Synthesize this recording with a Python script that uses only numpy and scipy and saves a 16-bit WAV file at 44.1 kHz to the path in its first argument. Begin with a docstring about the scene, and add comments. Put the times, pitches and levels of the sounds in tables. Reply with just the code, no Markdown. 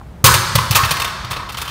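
"""A kick scooter is dropped on the concrete floor of a large hall, bounces and rattles as it settles and is moved.
Low floor thumps and their early echoes are damped tones; loose metal chatters in dense clicks and rings the frame.
Dull knocking echoes come from the hall, mostly following the blows, under a diffuse noise tail;
a small dry tick, building hum and air lie behind.
A microphone near the floor overloads on the loudest blows, and the top of the treble is cut."""
import sys
import numpy as np
from scipy import signal
from scipy.fft import rfft, irfft, next_fast_len
from scipy.io import wavfile
from scipy.ndimage import uniform_filter1d

SR = 44100
rng = np.random.default_rng(int(sys.argv[2]) if len(sys.argv) > 2 else 0)


def invert_db(x):
    """Field ratio 10**(x/20) for x, a level in decibels (scalar or array-like)."""
    u = np.asarray(x, float) / 20
    return 10 ** u


def log_audio(samples):
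    """Write samples as a 16-bit WAV file to the path given in sys.argv[1]."""
    # one column per channel
    frames = np.atleast_2d(samples).T
    # limit to full scale, then quantise
    limited = np.clip(frames, -1, 1)
    pcm = np.round(limited * 32767).astype(np.int16)
    wavfile.write(sys.argv[1], SR, pcm)


N = 74970

# low floor thumps and their early echoes (time [s], envelope peak [dB], pitch [Hz])
FLOOR_THUMPS = [(.2390, 2, 112), (.2620, -6, 108), (.3050, -11, 102), (.3450, -13, 108), (.5500, -5, 118),
                (.5760, -10, 110), (.7040, -7, 118), (.755, -13, 110), (.8310, -11, 108), (.857, -16, 105),
                (.908, -19, 140), (1.03, -24, 110), (1.2440, -21, 102), (1.308, -21, 100), (1.36, -24, 95)]
# bursts of metal chatter (time [s], level before crest allowance [dB], length [s], treble gain [dB],
# frame mode struck hardest [Hz])
RATTLE_BURSTS = [(0.2415, 6.5, 0.029, 10, 545), (0.339, -1, .010, 7, 2676), (0.553, 1.5, 0.0059, 5.5, 2110),
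                 (0.5835, -8, 0.0048, -2.5, 3682), (0.7088, -6.5, 0.0029, 11, 6465),
                 (0.7237, -7.5, 0.008, 0, 3150), (0.7487, -6.5, 0.0093, 8, 4538),
                 (0.754, -0.5, 0.024, 6, 2676), (0.834, -7, 0.0071, -11, 3150), (0.847, -10, 0.01, 4, 2110),
                 (0.892, -10.5, .003, -1, 8900), (0.9083, -5, .012, 5.5, 2676),
                 (0.936, -19, 0.0033, -8, 2676), (0.9682, -9, 0.0025, 0, 2110),
                 (0.9975, -8.5, .005, 3.5, 3682), (1.018, -7.5, .004, 2.5, 2676),
                 (1.045, -6.5, 0.0042, 1, 3682), (1.075, -17, 0.004, 1, 3682),
                 (1.246, -17.5, 0.0037, -2.5, 3150), (1.265, -25, 0.0054, -14, 3150),
                 (1.3045, -22.5, 0.0034, 4, 3682), (1.309, -13, 0.0063, 3, 8900),
                 (1.3165, -17, 0.0039, 0.5, 2676), (1.33, -15, 0.0094, -7, 3682),
                 (1.363, -14.5, 0.012, -8.5, 2676), (1.489, -17, 0.016, -2, 3682),
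                 (1.522, -29, 0.0079, 11, 8900), (1.544, -14.5, 0.0047, -3.5, 2110),
                 (1.571, -14.5, 0.0054, 3, 3150), (1.579, -21.5, 0.033, 4.5, 3682),
                 (1.6150, -12.5, 0.0083, 5.5, 3682), (1.6500, -22, 0.011, 0.5, 3682),
                 (1.677, -17, 0.059, -0.5, 3150)]
# colour of the chatter (frequency [Hz], relative level [dB])
CHATTER_COLOUR = [(150, -25), (300, -13.5), (550, -0.5), (800, -1), (1150, 9), (1750, -3.5), (2700, 4),
                  (4500, -1), (7000, -9), (10000, -10.5), (13500, -11.5), (16000, -9)]
# ringing modes of the frame (frequency [Hz], relative level [dB], t60 [s])
FRAME_MODES = [(545, -9, .07), (1093, -7, .06), (2110, -6, .04), (2676, 0, .045), (3150, -6, .04),
               (3682, -2, .04), (4538, -4, .03), (4900, -7, .04), (5760, -8, .03), (6465, -8, .03),
               (8900, -8, .03), (13200, -10, .015)]
# dull knocking echoes from the hall, mostly following the blows (time [s], envelope peak [dB], pitch [Hz])
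HALL_KNOCKS = [(.2440, -10.5, 414), (.276, -7, 1065), (.2870, -4.5, 983), (.3400, -20, 552),
               (.5530, -15.5, 554), (.5865, -7, 1032), (.7865, -9, 1100), (.8020, -9, 1094),
               (.947, -17.5, 1100), (1.050, -31.5, 550), (1.077, -15, 1100), (1.398, -23, 982),
               (1.43, -23, 1100)]
# small dry tick in the hall (time [s], envelope peak [dB], pitch [Hz])
DRY_TICKS = [(.0133, -25, 1000), (.0170, -32, 900)]
# main tail of the hall (frequency [Hz], relative level [dB], t60 [s])
HALL_TAIL = [(59, -18, 0.87), (114, -24.5, 3.24), (180, -18.5, 2.1), (248, -16.5, 4.6), (349, -2, 1.86),
             (507, -12.5, 1.25), (650, -7, 3.3), (1100, -11, 3.2), (1610, 1, 1.72), (2000, -9, 3.06),
             (2580, -12, 1.76), (4200, -10.5, 2.72), (7000, -11.5, 1.66), (9800, -11, 1.08),
             (15000, -11.5, 0.6)]
# building hum and air (frequency [Hz], relative level [dB])
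AIR_COLOUR = [(15, -50), (25, -36), (39, -9.5), (60, -0.5), (86, -6.5), (186, -11), (257, -22),
              (450, -24.5), (927, -28), (2500, -40.5), (6000, -50), (15000, -55)]


def colour(x, table):
    """Filter by (frequency [Hz], level [dB]) points joined on a log-frequency axis."""
    size = next_fast_len(len(x) + 4096)
    hz = np.maximum(np.fft.rfftfreq(size, 1 / SR), 1)
    point_hz, point_db = np.array(table, float).T
    gain = invert_db(np.interp(np.log(hz), np.log(point_hz), point_db))
    return irfft(rfft(x, size) * gain, size)[:len(x)]


def unit(x):
    """Scale to rms 1."""
    return x / np.sqrt(np.mean(x ** 2))


def soft_blows(rows, rise_s):
    """Heavily damped tones whose envelopes swell for rise_s and die."""
    out, t = np.zeros(N), np.arange(N) / SR
    for start, db, hz in rows:
        since = np.maximum(t - start, 0)
        u = since / rise_s
        envelope = (u * np.exp(1 - u)) ** 2
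        out += invert_db(db) * envelope * np.sin(2 * np.pi * hz * since)
    return out


def floor_thumps():
    """Low floor thumps and their early echoes: heavily damped low tones."""
    return soft_blows(FLOOR_THUMPS, 0.0067)


def loose_metal_clicks():
    """Dense random impacts of either sign, made uneven one by one and in short lumps."""
    clicks_per_s, spread_db = 16000, 3.0
    lump_s, lump_db = 0.0015, 1.8
    hits = rng.random(N) < clicks_per_s / SR
    strength = invert_db(spread_db * rng.standard_normal(N))
    clicks = unit(hits * strength * rng.choice([-1., 1.], N))
    lumps = np.repeat(rng.standard_normal(N), int(lump_s * SR))[:N]
    lumps = uniform_filter1d(lumps, 31)  # rounds the steps between lumps
    return unit(clicks * invert_db(lump_db * lumps))


def burst_envelope(since, db, length):
    """A burst rises fast, sags in level for its length, then dies away exponentially."""
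    attack_s, t60_s, sag_db_per_s = 0.00091, 0.051, 134
    crest_db = 9  # allowance for peaks standing above the rms
    level = invert_db(db - crest_db - sag_db_per_s * np.clip(since, 0, length))
    attack = np.clip(since / attack_s, 0, 1)
    release = invert_db(-60 * np.maximum(since - length, 0) / t60_s)
    return level * attack * release


def frame_ring(drive):
    """Each frame mode is a damped resonator pushed by its own row of clicks."""
    frame_db = -40
    out = np.zeros(N)
    for (hz, db, t60), push in zip(FRAME_MODES, drive):
        pole = np.exp(2j * np.pi * hz / SR - np.log(1000) / (t60 * SR))
        out += invert_db(frame_db + db) * signal.lfilter([1], [1, -pole], push).imag
    return out


def rattles():
    """Loose parts chatter in bursts of clicks, heard directly and through the frame's modes."""
    treble_hz = 5500
    scatter_db, struck_db = 3.0, 13  # uneven drive of the modes, boost of the mode struck hardest
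    t = np.arange(N) / SR
    clicks = loose_metal_clicks()
    plain = unit(colour(clicks, CHATTER_COLOUR))
    dull = signal.filtfilt(*signal.butter(2, treble_hz, fs=SR), plain)
    treble = plain - dull
    mode_hz = np.array(FRAME_MODES)[:, 0]
    scatter = np.clip(rng.standard_normal((len(RATTLE_BURSTS), len(FRAME_MODES))), -2, 1)
    direct, drive = np.zeros(N), np.zeros((len(FRAME_MODES), N))
    for (start, db, length, treble_db, struck_hz), row in zip(RATTLE_BURSTS, scatter):
        envelope = burst_envelope(t - start, db, length)
        direct += envelope * (dull + invert_db(treble_db) * treble)
        struck = np.abs(np.log(mode_hz / struck_hz)) < 1 / 20  # within about 5 %
        mode_gain = invert_db(scatter_db * row + struck_db * struck)
        drive += mode_gain[:, None] * envelope * clicks
    return direct + frame_ring(drive)


def hall_knocks():
    """Dull knocking echoes from the hall: short, heavily damped tones pitched above the thumps."""
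    return soft_blows(HALL_KNOCKS, 0.0035)


def dry_ticks():
    """A small tick in the hall: very short damped tones, left without a tail."""
    return soft_blows(DRY_TICKS, 0.0007)


def hall(x):
    """Diffuse tail: noise in third-octave steps with its own decay in each, built up together."""
    hall_db, onset_s, build_s = -1, 0.0086, 0.017
    early_db, early_t60_s = 7, 0.55  # near walls and ramps: a stronger, faster first part of the tail
    t = np.arange(N) / SR
    point_hz, point_db, point_t60 = np.array(HALL_TAIL, float).T
    noise = rfft(rng.standard_normal(N))
    hz = np.maximum(np.fft.rfftfreq(N, 1 / SR), 1)
    tail = np.zeros(N)
    for mid in 40 * 2 ** (np.arange(27) / 3):
        # triangular bands that cross-fade into their neighbours
        weight = np.clip(1 - 3 * np.abs(np.log2(hz / mid)), 0, 1)
        band = irfft(noise * weight, N)
        db = np.interp(np.log(mid), np.log(point_hz), point_db)
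        t60 = np.interp(np.log(mid), np.log(point_hz), point_t60)
        tail += band * invert_db(db - 60 * t / t60)
    tail *= 1 + invert_db(early_db - 60 * t / early_t60_s)
    build = np.clip((t - onset_s) / build_s, 0, 1)
    tail *= build * invert_db(hall_db) / np.sqrt(SR / 10)
    return signal.fftconvolve(x, tail)[:N]


def building_air():
    """Building hum and air: steady noise, heaviest in the lows."""
    return invert_db(-34.5) * unit(colour(rng.standard_normal(N), AIR_COLOUR))


def scene():
    """Thumps, chatter and knocking echoes, their hall tail, the dry tick and the building's air."""
    thump_send_db = 9.5  # the thumps feed the hall harder than they are heard directly
    thumps = floor_thumps()
    chatter_and_knocks = rattles() + hall_knocks()
    air = building_air()
    wet = hall(chatter_and_knocks + invert_db(thump_send_db) * thumps)
    return (thumps + chatter_and_knocks + wet + air + dry_ticks())[None]


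def roll_off(x):
    """The treble ends steeply here."""
    return signal.sosfilt(signal.butter(12, 15620, fs=SR, output="sos"), x)


def record(dry):
    """The overloaded microphone input clips hard, then a steep low-pass cuts the top."""
    clip_db, top_hz = 1.5, 15650
    ceiling = invert_db(clip_db)
    clipped = np.clip(dry, -ceiling, ceiling)
    low_pass = signal.ellip(8, .2, 30, top_hz, fs=SR, output="sos")
    finished = signal.sosfilt(low_pass, clipped)
    return roll_off(finished)


dry = scene()
out = record(dry)
log_audio(out)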